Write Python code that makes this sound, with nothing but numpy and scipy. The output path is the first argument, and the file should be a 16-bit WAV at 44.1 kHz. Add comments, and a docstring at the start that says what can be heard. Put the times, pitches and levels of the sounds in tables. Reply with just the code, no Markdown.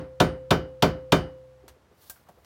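"""A hammer strikes a sheet metal fan housing between ceiling joists, in a bare small room.
About three times a second a blow cracks, clatters through the sheet and thumps the joists;
one clear tone and a low drone ring on between blows. Then the hammering stops and the ring is damped.
Light clicks, soft knocks and a rustle follow as the hands come away."""
import sys
import numpy as np
from scipy import signal
from scipy.fft import rfft, irfft
from scipy.io import wavfile
from scipy.ndimage import uniform_filter1d

SR = 44100
rng = np.random.default_rng(int(sys.argv[2]) if len(sys.argv) > 2 else 0)


def store_pcm(level_fs):
    """Save levels as 16-bit WAV."""
    pcm = np.round(np.clip(level_fs, -1, 1) * 32767).astype(np.int16)
    wavfile.write(sys.argv[1], SR, np.atleast_2d(pcm).T)


N = 108045
BAND_HZ = np.geomspace(28, 18000, 24)[:, None]  # noise band centres, one a row
MODE_RISE_S, PARTIAL_RISE_S = .0024, .0043


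def amp(db):
    """Decibels to gain."""
    return 10 ** (np.asarray(db) / 20)


def read(table, hz, column=1):
    """One column of a table, interpolated on a log-frequency axis."""
    points = np.array(table, float)
    return np.interp(np.log(hz), np.log(points[:, 0]), points[:, column])


def add(mix, start_s, sound):
    """Mixes a sound in, trimming what falls outside the mix."""
    at = round(start_s * SR)
    sound = sound[max(-at, 0):]
    part = mix[max(at, 0):][:len(sound)]
    part += sound[:len(part)]


def noise_bands(size):
    """White noise split into narrow bands of rms 1."""
    log_hz = np.log(np.fft.rfftfreq(size, 1 / SR) + 1)
    shares = np.array([np.interp(log_hz, np.log(BAND_HZ[:, 0]), row) for row in np.eye(len(BAND_HZ))])
    bands = irfft(rfft(rng.standard_normal(size)) * shares * (log_hz > np.log(20)), size)
    return bands / bands.std(1, keepdims=True)


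def struck(t, rise, t60):
    """A quick attack and an exponential decay."""
    return (1 - np.exp(-(t / rise) ** 2)) * np.exp(-np.log(1000) * t / t60)


def shaped(bands, envelopes):
    """Sums the bands, each holding the energy of its envelope."""
    bursts = bands * envelopes
    trim = np.sqrt((envelopes ** 2).sum(1) / (bursts ** 2).sum(1))
    return (bursts * trim[:, None]).sum(0)


def ringing(modes, t, rise):
    """Decaying sines, all pushed the same way by one impact; close ones beat."""
    return sum(amp(db) * struck(t, rise, t60) * np.sin(2 * np.pi * hz * t) for hz, db, t60 in modes)


# bed of quiet air (frequency [Hz], level [dB])
ROOM_BED = [(30, -87), (65, -71.5), (130, -78), (250, -78.5), (500, -74), (1300, -76.5), (2500, -81.5),
            (6000, -85), (15000, -91.5)]
def room_tone():
    """Steady faint air of the room."""
    return (noise_bands(N) * amp(read(ROOM_BED, BAND_HZ))).sum(0)


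# swell of the sliding cloth (time [s], level [dB])
RUSTLE_FADER = [(0, -92), (1.87, -87), (1.94, -79), (2.03, -57), (2.09, -56.5), (2.15, -65.5),
                (2.249, -73.5), (2.45, -73.5)]
# its tone colour (frequency [Hz], relative level [dB])
RUSTLE_EQ = [(100, -27), (500, -12.5), (1150, -3.5), (2200, -10.5), (4000, 3), (7500, -2), (10500, 3),
             (15000, 9)]
def rustle(grain_db=1.5):
    """Sleeve and glove slide with a grainy hiss."""
    hiss = (noise_bands(N) * amp(read(RUSTLE_EQ, BAND_HZ))).sum(0)
    grain = uniform_filter1d(rng.standard_normal(N), size=300)
    fader_db = np.interp(np.arange(N) / SR, *np.transpose(RUSTLE_FADER))
    return hiss / hiss.std() * amp(fader_db + grain_db * grain / grain.std())


# knock cues (time [s], level [dB], centre [Hz], t60 [s])
KNOCK_CUES = [(1.632, -57.5, 380, 0.22), (1.672, -57, 365, 0.11), (1.76, -56, 372, 0.053),
              (1.91, -56, 420, 0.083), (2.155, -62, 1405, 0.17), (2.266, -56, 1060, 0.051),
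              (2.283, -49, 716, 0.096), (2.291, -56.5, 152, 0.12), (2.372, -56.5, 520, 0.11)]
def knocks(rise_s=.0049, slope_db_per_octave=11.5, tone_db=3):
    """Hand and tool bump softly: a hollow tone inside a dull puff of noise."""
    out, t = np.zeros(N), np.arange(SR // 2) / SR
    for start, db, centre, t60 in KNOCK_CUES:
        colour = amp(db - slope_db_per_octave * abs(np.log2(BAND_HZ / centre)))
        hollow = ringing([(centre, db + tone_db, t60)], t, rise_s)
        puff = shaped(noise_bands(len(t)), colour * struck(t, rise_s, t60))
        add(out, start, hollow + puff)
    return out


# click cues (time [s], level [dB], t60 [s], treble shelf [dB], ring send [dB])
CLICK_CUES = [(1.680, -43, 0.074, -16.5, -24), (2.0972, -42, 0.052, 6, -1), (2.287, -57.5, 0.071, -12, -4),
              (2.446, -49.5, 0.051, -23, -14)]
# their tone colour (frequency [Hz], relative level [dB])
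CLICK_EQ = [(35, -45), (80, -4), (200, -46), (600, -15), (1600, -13.5), (2300, -17), (4200, -10),
            (7000, -7), (10000, -4.5), (14500, 0)]
def clicks(ring_hz=1580, ring_t60=.09, shelf_hz=7340, tail_db=-18):
    """Small clicks of metal: a bright snap, a short ring and a faint tail."""
    out, t = np.zeros(N), np.arange(SR // 2) / SR
    shelf = BAND_HZ ** 2 / (BAND_HZ ** 2 + shelf_hz ** 2)
    for start, db, t60, treble_db, ring_db in CLICK_CUES:
        envelope = struck(t, rise=.0004, t60=t60) + amp(tail_db) * struck(t, rise=.0063, t60=.3)
        colour = amp(read(CLICK_EQ, BAND_HZ) + treble_db * shelf)
        snap = shaped(noise_bands(len(t)), colour * envelope)
        ring = ringing([(ring_hz, ring_db, ring_t60)], t, PARTIAL_RISE_S)
        add(out, start, amp(db) * (snap + ring))
    return out


# clear tone and low drone (frequency [Hz], relative level [dB], t60 [s])
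SUSTAIN_MODES = [(520.5, -31, 1.3), (65, -53, 6), (129.3, -46, 2.1)]
def sustain(t, hold_s, sag=.014, release_s=.03):
    """Lightly damped modes sag a little in pitch and are choked after hold_s."""
    slowed = t - sag * t ** 3
    tones = sum(amp(db) * struck(t, rise=.018, t60=t60) * np.sin(2 * np.pi * hz * slowed)
                for hz, db, t60 in SUSTAIN_MODES)
    return tones * np.exp(-np.maximum(t - hold_s, 0) / release_s)


# body of the housing and its joists (frequency [Hz], relative level [dB], t60 [s])
HEAVY_MODES = [(54, -31, .38), (75.4, -29, .44), (107, -26, .2), (124, -24, .24), (145, -27, .2),
               (163, -21.5, .33), (273.5, -21, .22), (355, -26, .26), (381, -22, .2), (445, -24, .19),
               (610, -25, .22), (722, -24, .18), (1313, -28, .18), (1523, -31, .24)]
# quickly damped push into the joists (frequency [Hz], relative level [dB], t60 [s])
THUD_MODES = [(62, -17, .085), (120, -11, .075)]
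# the thud and its weaker returns (delay [s], gain [dB])
THUD_TAPS = [(.002, -0.5), (0.063, -6.5), (.118, -16)]
def thump(t, body_lag_s=.003, body_db=1):
    """The weight of a blow: the joists throb and the heavy modes follow just behind the crack."""
    out = np.zeros(len(t))
    thud = ringing(THUD_MODES, t, rise=.005)
    for delay, db in THUD_TAPS:
        add(out, delay, amp(db) * thud)
    add(out, body_lag_s, amp(body_db) * ringing(HEAVY_MODES, t, MODE_RISE_S))
    return out


# voicing of the lesser sheet modes (frequency [Hz], relative level per mode [dB], t60 [s])
CROWD_VOICING = [(798.6, -35, 0.16), (1410, -35, .19), (1980, -37.5, 0.097), (4080, -45.5, 0.17),
                 (6000, -39, 0.12), (9000, -54.5, 0.15), (15050, -51, .1)]
def mode_crowd(pitches, t, spread_db=5, detune=.012):
    """Each blow lands elsewhere and bends the sheet, so lesser modes vary in level, sign and pitch."""
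    strength, bend, side = np.clip(rng.standard_normal((len(pitches), 3)), -2, 2).T
    levels = read(CROWD_VOICING, pitches) + spread_db * strength
    modes = zip(pitches * (1 + detune * bend), levels, read(CROWD_VOICING, pitches, column=2))
    return sum(sign * ringing([mode], t, MODE_RISE_S) for sign, mode in zip(np.sign(side), modes))


# steely bite (frequency [Hz], relative level [dB], t60 [s])
CLANG_MODES = [(2309, -34, .17), (2393, -32, .17), (2920, -41, .4), (2975, -44, .33), (3093, -30, .23),
               (3626, -26, .12), (4590, -44, .25), (4880, -45, .3), (5292, -50, .28)]
# faint sheen on top (frequency [Hz], relative level [dB], t60 [s])
SHIMMER_MODES = [(8678, -52, .27), (9577, -55, .25)]
def clang(t, clang_db, shimmer_db):
    """The thin steel rings in separate high partials."""
    bite = amp(clang_db) * ringing(CLANG_MODES, t, PARTIAL_RISE_S)
    return bite + amp(shimmer_db) * ringing(SHIMMER_MODES, t, PARTIAL_RISE_S)


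# sheet and room tail (frequency [Hz], sheet level [dB], sheet t60 [s], tail level [dB], tail t60 [s])
CLATTER_BANDS = [(28, -69.5, .1, -80.5, .4), (40, -60, .1, -63.5, .4), (57.8, -41.5, .1, -59.5, 0.51),
                 (125, -19.5, .1, -37, 0.16), (248, -26.5, 0.21, -38, 0.46), (352, -24, 0.19, -32, 0.39),
                 (681, -16.5, 0.089, -38, 0.37), (1200, -22.5, 0.13, -36, 0.34),
                 (2000, -31.5, 0.067, -37, 0.3), (3500, -17.5, 0.051, -46.5, 0.29),
                 (5370, -26.5, 0.028, -40.5, .24), (8000, -36.5, 0.06, -50, 0.17),
                 (15000, -36.5, 0.055, -43.5, .16)]
# attack of the sheet (frequency [Hz], rise [s])
CLATTER_ATTACK = [(100, .006), (350, .009), (700, .006), (1500, .004), (3200, .0022), (12000, .0017)]
# how alike the blows sound (frequency [Hz], shared power [0-1])
CLATTER_LIKENESS = [(100, 0.81), (600, 0.7), (2500, .75), (7000, 1)]
def clatter(t, shared_noise, treble_db, shelf_hz=2500):
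    """The sheet's dense modes crack and clatter, much the same each blow; the room adds a tail."""
    sheet_db, sheet_t60, tail_db, tail_t60 = (read(CLATTER_BANDS, BAND_HZ, c) for c in (1, 2, 3, 4))
    rise = read(CLATTER_ATTACK, BAND_HZ)
    sheet = amp(sheet_db) * struck(t, rise, sheet_t60)
    tail = amp(tail_db) * struck(t, 2 * rise, tail_t60)
    alike = read(CLATTER_LIKENESS, BAND_HZ)
    bands = np.sqrt(alike) * shared_noise + np.sqrt(1 - alike) * noise_bands(len(t))
    shelf = amp(treble_db * BAND_HZ / (BAND_HZ + shelf_hz))
    return shaped(bands, np.hypot(sheet, tail) * shelf)


# hammer cues, the first already dying away as the scene opens
# (time [s], hit gain [dB], treble [dB], sustain gain [dB], clang send [dB], shimmer send [dB])
BLOW_CUES = [(-.105, -1.5, 1, -1, -12, 2), (0.2, 1.5, -1.5, 2.5, -4.5, 5), (0.5056, 0, 0, 0.5, 0, -11),
             (0.8222, 1, 1, 2, -2.5, -8.5), (1.1197, 1.5, 0, -1, 1, 2.5)]
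def hammer(crowd_size=60, let_go_s=1.76):
    """Each blow fires all layers of the housing; the sustain holds until the next blow or the let-go."""
    out, t = np.zeros(N), np.arange(SR) / SR
    shared_noise = noise_bands(len(t))
    low_hz, high_hz = CROWD_VOICING[0][0], CROWD_VOICING[-1][0]
    scatter = (np.arange(crowd_size) + rng.random(crowd_size)) / crowd_size
    pitches = low_hz * (high_hz / low_hz) ** scatter
    ends = [cue[0] for cue in BLOW_CUES[1:]] + [let_go_s]
    for (start, db, treble_db, sustain_db, clang_db, shimmer_db), end in zip(BLOW_CUES, ends):
        hit = clatter(t, shared_noise, treble_db) + clang(t, clang_db, shimmer_db) + thump(t)
        add(out, start, amp(db) * hit)
        add(out, start, amp(db + treble_db) * mode_crowd(pitches, t[:SR // 2]))
        add(out, start, amp(sustain_db) * sustain(t, hold_s=end - start))
    return out


def scene():
    """All sources in one mono mix."""
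    return (hammer() + clicks() + knocks() + rustle() + room_tone())[None]


def record(dry, low_cut_hz=54, ceiling=.8, high_cut_hz=16250):
    """The microphone's low cut, soft overload that rounds the peaks, then the band limit."""
    lean = signal.sosfilt(signal.butter(4, low_cut_hz, "high", fs=SR, output="sos"), dry)
    rounded = ceiling * np.tanh(lean / ceiling)
    high_cut = signal.firwin(255, high_cut_hz, window=("kaiser", 8), fs=SR)
    return signal.oaconvolve(rounded, high_cut[None], "same")


dry = scene()
out = record(dry)
store_pcm(out)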